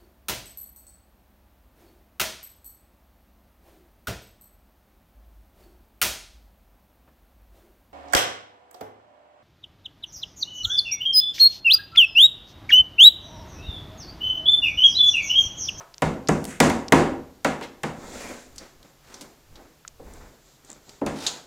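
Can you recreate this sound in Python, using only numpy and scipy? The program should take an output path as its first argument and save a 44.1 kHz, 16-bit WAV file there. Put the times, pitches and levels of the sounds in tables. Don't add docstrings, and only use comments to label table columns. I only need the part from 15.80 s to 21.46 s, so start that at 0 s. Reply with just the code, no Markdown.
import sys
import numpy as np
from scipy import signal
from scipy.fft import irfft, next_fast_len
from scipy.io import wavfile

SR = 44100
rng = np.random.default_rng(int(sys.argv[2]) if len(sys.argv) > 2 else 0)


def dump(signal):
    limited = np.clip(np.atleast_2d(signal).T, -1, 1)
    pcm = np.round(limited * 32767).astype(np.int16)
    wavfile.write(sys.argv[1], SR, pcm)


N = 249606
TIME = np.arange(N) / SR


def from_db(db):
    return 10 ** (np.asarray(db) / 20)


def unit_rms(x):
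    return x / np.sqrt(np.mean(x ** 2) + 1e-20)


def at_hz(points, hz):
    f, value = np.transpose(points)
    return np.interp(np.log(hz + 1e-6), np.log(f), value)


def add(track, start_s, sound):
    i = int(np.clip(start_s * SR, 0, N - 1))
    track[i:i + len(sound)] += sound[:N - i]


def decay(t60_s, size):
    return np.exp(-np.log(1000) / max(t60_s, 1e-3) * TIME[:size])


def burst(t60_s, rise_s, size):
    envelope = decay(t60_s, size) * (1 - np.exp(-TIME[:size] / max(rise_s, 1e-5)))
    return envelope / np.sqrt(np.sum(envelope ** 2))


def swell(peak_s, length_s, rise_share, sharpness):
    start_s = peak_s - rise_share * length_s
    return np.interp(TIME, [start_s, peak_s, start_s + length_s], [0, 1, 0]) ** sharpness


def flutter(rate_hz, depth_db):
    knots = rng.standard_normal(2000)
    return from_db(depth_db * np.interp(TIME * rate_hz, np.arange(len(knots)), knots))


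def noise(colour_db, size):
    hz = np.fft.rfftfreq(size, 1 / SR) + 1
    phases = np.exp(2j * np.pi * rng.random(len(hz)))
    return unit_rms(irfft(from_db(colour_db(hz)) * phases, size))


def shaped_noise(spectrum):
    return noise(lambda hz: at_hz(spectrum, hz), N)


def resonant_noise(centre_hz, width_oct, size, top_hz=11500):
    def colour_db(hz):
        resonance_db = -25 * np.log10(1 + (np.log2(hz / centre_hz) / width_oct) ** 2 / 3)
        return resonance_db - 10 * np.log10(1 + (hz / top_hz) ** 6)
    return noise(colour_db, size)


def noise_bands(size, count=26):
    edges_hz = np.geomspace(25, 16500, count + 1)
    white = rng.standard_normal((2, size))
    for k, (low, high) in enumerate(zip(edges_hz, edges_hz[1:])):
        band = signal.sosfilt(signal.butter(2, [low, high], "band", fs=SR, output="sos"), white[k % 2])
        yield np.sqrt(low * high), unit_rms(band) * np.sqrt(2 * (high - low) / SR)


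# f/Hz, relative density/dB
AIR_SPECTRUM = [(15, -28.5), (25, 4), (102, -9), (149, 1.5), (190, -10.5), (439, -9), (2280, -18),
                (7110, -19.5), (8830, -26.5), (14800, -22.5), (16000, -39.5)]
def still_air(level_db=-58.5):
    return from_db(level_db) * shaped_noise(AIR_SPECTRUM)


# peak t/s, length/s, level/dB, f/Hz, width/oct
TAIL_AND_STROKES = [(0.01, 0.13, -42, 770, 0.47), (0.697, 0.3, -46, 7670, .25), (0.72, 0.3, -45, 1795, .42),
                    (1.838, 0.091, -36.5, 2000, 0.57), (2.423, 0.78, -48, 6540, 0.54),
                    (2.44, .58, -45.5, 2150, 0.33), (2.828, 0.31, -55.5, 1600, .8),
                    (3.323, 0.41, -53, 990, 1.1), (5.443, 0.35, -39.5, 4360, 0.5),
                    (5.458, 0.46, -38, 580, 0.98)]
def knock_tail_and_rubs():
    out = np.zeros(N)
    for peak_s, length_s, db, hz, width_oct in TAIL_AND_STROKES:
        envelope = from_db(db) * swell(peak_s, length_s, rise_share=0.47, sharpness=2.02)
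        out += envelope * resonant_noise(hz, width_oct, next_fast_len(N))[:N]
    return out * flutter(rate_hz=310, depth_db=2)


# f/Hz, t60/s
ECHO_DECAY = [(80, 0.83), (250, 0.6), (1000, .5), (3000, 0.42), (7500, 0.39), (15000, 0.28)]
# f/Hz, level/dB
ECHO_LEVEL = [(40, -10), (110, -4), (170, 0), (400, 0.5), (1000, 1), (2500, -2), (7000, -1), (15000, -11)]
def echo(hz, size, build_s=0.0056):
    return from_db(at_hz(ECHO_LEVEL, hz)) * burst(at_hz(ECHO_DECAY, hz), build_s, size)


def greenhouse(x, wet_db=-5, size=24000):
    tail = sum(band * echo(hz, size) for hz, band in noise_bands(size))
    return x + from_db(wet_db) * signal.fftconvolve(x, tail)[:N]


def pings(events, size=2048):
    out = np.zeros(N)
    for start_s, db, hz, t60_s in events:
        add(out, start_s, from_db(db) * np.sin(2 * np.pi * hz * TIME[:size]) * decay(t60_s, size))
    thin = signal.sosfilt(signal.butter(2, 1200, "high", fs=SR, output="sos"), out + 1e-18)
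    return signal.sosfilt(signal.butter(4, 9000, fs=SR, output="sos"), thin)


# t/s, level/dB, f/Hz, release re catch/dB
TICK_PAIRS = [(0.141, -28.5, 4870, 2), (0.1817, -22, 5760, -21), (0.474, -19, 4900, -1),
              (1.083, -16.5, 5200, -3), (4.05, -27.5, 1375, -9.5), (4.0786, -17, 6800, -4)]
def ticks(release_s=0.003, t60_cycles=11.5):
    return pings((start_s + k * release_s, db + k * release_db, hz, t60_cycles / hz)
                 for start_s, db, hz, release_db in TICK_PAIRS for k in (0, 1))


def contact_force(db, weight_db, cutoff_hz, weight_below_hz=585, slope_db_per_oct=11):
    hz = np.geomspace(220, 5500, 12)
    lows_db = weight_db / (1 + (hz / weight_below_hz) ** 3)
    loss_db = slope_db_per_oct * np.log2(1 + (hz / cutoff_hz) ** 4) / 4
    return np.transpose([hz, db + lows_db - loss_db])


# f/Hz, density/dB
CRACK_SPECTRUM = [(40, 49.4), (105, 43.6), (160, 42.3), (250, 42.9), (450, 45.2), (700, 43.53),
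                  (1200, 35.44), (2000, 33.76), (3000, 27.55), (5000, 24.4), (7400, 28.5), (10000, 19.4),
                  (15000, 9.5)]
# f/Hz, t60/s
CRACK_DECAY = [(50, 0.29), (300, 0.08), (1500, 0.066), (3000, 0.047), (6000, 0.022)]
def wood_crack(force, boom_hz, give_s, boom_db=7, boom_oct=0.42, stiff_hz=1500, size=24000, direct=6000):
    out = np.zeros(size)
    for hz, band in noise_bands(size):
        lift_db = boom_db * np.exp(-(np.log2(hz / boom_hz) / boom_oct) ** 2)
        rise_s = give_s / (1 + (hz / stiff_hz) ** 2)
        power = echo(hz, size) ** 2
        power[:direct] += burst(at_hz(CRACK_DECAY, hz), rise_s, direct) ** 2
        out += from_db(at_hz(force, hz) + at_hz(CRACK_SPECTRUM, hz) + lift_db) * band * np.sqrt(power)
    return out


def ringing(modes, force, rise_s, size):
    t = TIME[:size]
    tones = np.zeros(size)
    for hz, db, t60_s in modes:
        sine = np.sin(2 * np.pi * (hz * t + rng.random()))
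        tones += from_db(at_hz(force, hz) + db) * sine * decay(t60_s, size)
    return tones * (1 - np.exp(-t / rise_s))


# f/Hz, level/dB, t60/s
FRAME_MODES = [(223, 0, 0.037), (272, 0, 0.047), (341, -3, 0.1), (488, -5, 0.063), (565, -5, 0.06),
               (785, -4.5, 0.05), (945, -2.5, 0.054), (1120, -7, 0.022), (1407, -6, 0.025),
               (1715, -9, 0.046), (1942, -10, 0.08), (2110, -7.5, 0.11), (2580, -6.5, .025)]
def frame_ring(force, give_s, gain_db=-2.5):
    return from_db(gain_db) * ringing(FRAME_MODES, force, give_s, size=6000)


def frame_resonance(cracks, gain_db=-1):
    out = np.zeros(N)
    for hz, db, t60_s in FRAME_MODES:
        q = np.pi * hz * t60_s / np.log(1000)
        out += from_db(db) * signal.lfilter(*signal.iirpeak(hz, q, fs=SR), cracks + 1e-18)
    return from_db(gain_db) * out


# f/Hz, level/dB, t60/s
ROOM_MODES = [(79, -14, 0.74), (155.05, 0.5, 0.43), (207.2, -5, 0.41), (231.8, -11, .58),
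              (264.5, -7.5, 0.66), (346.7, -6, 0.51), (431, -11, 0.28), (483.4, -13, 0.62)]
def standing_waves(force):
    return ringing(ROOM_MODES, force, rise_s=0.0075, size=24000)


# t/s, level/dB, weight/dB, cutoff/Hz, boom/Hz, give/s
HAND_KNOCKS = [(0.2201, -21, 0, 4000, 160, 0.0058), (0.4873, -21, 2, 2860, 186, 0.0015),
               (0.802, -10.5, -5.5, 6960, 238, 0.00091), (0.899, -25.5, -7.5, 5340, 293, 0.0014),
               (1.1221, -8, -5.5, 3780, 316, 0.00052), (1.646, -18, -10.5, 3820, 254, .009),
               (1.811, -36, -9.5, 3000, 406, .001), (2.033, -25.5, -6.5, 3900, 150, 0.0048)]
# t/s, level/dB, cutoff/Hz, boom/Hz
SIDE_BUMPS = [(3.41, -46, 1400, 257), (3.79, -51.5, 903, 303), (4.195, -42.5, 583, 431),
              (5.214, -22.5, 590, 250), (5.2628, -28, 5300, 256)]
def blows(knock_ring_db=0.9, bump_ring_db=-3.5, bump_weight_db=-5.5, bump_give_s=0.0035):
    knocks = [(start_s, contact_force(db, weight_db, cutoff_hz), boom_hz, give_s, knock_ring_db)
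              for start_s, db, weight_db, cutoff_hz, boom_hz, give_s in HAND_KNOCKS]
    bumps = [(start_s, contact_force(db, bump_weight_db, cutoff_hz), boom_hz, bump_give_s, bump_ring_db)
             for start_s, db, cutoff_hz, boom_hz in SIDE_BUMPS]
    cracks, tones = np.zeros((2, N))
    for start_s, force, boom_hz, give_s, ring_db in knocks + bumps:
        add(cracks, start_s, wood_crack(force, boom_hz, give_s))
        add(tones, start_s, from_db(ring_db) * frame_ring(force, give_s))
        add(tones, start_s, from_db(ring_db) * standing_waves(force))
    return cracks + frame_resonance(cracks) + tones


# t/s, level/dB, f/Hz, width/oct, t60/s
HARD_CONTACTS = [(0.4862, -18, 6400, 0.27, 0.02), (0.642, -29.5, 9000, 2.3, 0.01),
                 (0.6523, -26.5, 8000, 1.3, 0.013), (2.76, -44.5, 6700, .5, 0.039),
                 (2.781, -32.5, 5100, 0.31, 0.044), (3.029, -46, 4360, 0.47, .02),
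                 (3.342, -35.5, 5270, 0.32, .041), (3.41, -37.5, 4940, 0.74, .078),
                 (3.756, -43.5, 3930, 0.29, 0.051), (4.337, -41, 7400, 0.23, .012),
                 (4.848, -44, 6990, 0.24, .02), (5.093, -39.5, 4340, 0.49, 0.031),
                 (5.465, -19, 3890, 0.26, 0.089), (5.467, -23, 6820, 0.12, .095)]
def clicks(echo_db=-6, size=16384):
    out = np.zeros(N)
    for start_s, db, hz, width_oct, t60_s in HARD_CONTACTS:
        direct = decay(t60_s, size)
        tail = from_db(echo_db) * np.sqrt(np.sum(direct ** 2)) * echo(hz, size)
        add(out, start_s, from_db(db) * resonant_noise(hz, width_oct, size) * np.hypot(direct, tail))
    return out


# f/Hz, relative density/dB
FEET_SPECTRUM = [(25, 5.5), (70, 4), (130, -7.5), (250, -40)]
SHUFFLE_SPECTRUM = [(90, -7), (160, -8.5), (230, 4), (340, 0.5), (520, -1.5), (1100, -8.5), (2300, -13),
                    (3500, -35), (7000, -33.5)]
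CLOTH_SPECTRUM = [(1500, -42.5), (3500, 10.5), (5500, 7.5), (7500, 13.5), (10000, -17), (16000, -29)]
# peak t/s, length/s, effort/dB, feet/dB, cloth/dB
BODY_MOVES = [(2.377, 0.56, -38.5, -14, -1), (2.815, 0.28, -49.5, -2, -3), (3.061, 0.15, -54.5, -1.5, -2),
              (3.36, 0.35, -50.5, -12, -1), (3.804, 0.25, -50.5, 0.5, -12), (4.371, 0.46, -49, 5.5, -3.5),
              (4.686, 0.24, -63.5, -11, 10), (4.903, 0.17, -48.5, -22, 1), (5.104, 0.21, -54, -13, 5)]
def shoes_and_clothes(shuffle_gain_db=-2.5, cloth_gain_db=-8, feet_lead_s=0.076):
    feet, shuffle, cloth = np.zeros((3, N))
    for peak_s, length_s, db, feet_db, cloth_db in BODY_MOVES:
        effort = from_db(db) * swell(peak_s, length_s, rise_share=0.42, sharpness=0.83)
        feet += from_db(feet_db) * np.interp(TIME + feet_lead_s, TIME, effort)
        shuffle += effort
        cloth += from_db(cloth_db) * effort
    feet *= shaped_noise(FEET_SPECTRUM)
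    shuffle *= from_db(shuffle_gain_db) * shaped_noise(SHUFFLE_SPECTRUM)
    shuffle *= flutter(rate_hz=58, depth_db=4)
    cloth *= from_db(cloth_gain_db) * shaped_noise(CLOTH_SPECTRUM)
    return feet + shuffle + cloth


def metal_chink(start_s=4.902, db=-24.5, hz=7450, t60_s=0.0047, bounce_s=0.014, loss_db=2):
    return pings((start_s + k * bounce_s, db - k * loss_db, hz, t60_s) for k in range(3))


def scene():
    impacts = ticks() + blows() + clicks() + metal_chink()
    sound = impacts + greenhouse(knock_tail_and_rubs() + shoes_and_clothes()) + still_air()
    return np.array([sound, sound])


def gain_control(x, threshold_db=-15.5, cut_share=0.38, attack_s=0.0088, release_db_per_s=70.5):
    pole = np.exp(-1 / (attack_s * SR))
    level_db = 10 * np.log10(signal.lfilter([1 - pole], [1, -pole], x[0] ** 2) + 1e-12)
    cut_db = cut_share * np.maximum(level_db - threshold_db, 0)
    recovery_db = release_db_per_s * TIME
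    return x * from_db(recovery_db - np.maximum.accumulate(cut_db + recovery_db))


def record(dry):
    held = gain_control(dry)
    rounded = held / (1 + held ** 4) ** .25
    return signal.sosfilt(signal.ellip(10, .1, 80, 16000, fs=SR, output="sos"), rounded)


dry = scene()
out = record(dry)
dump(out)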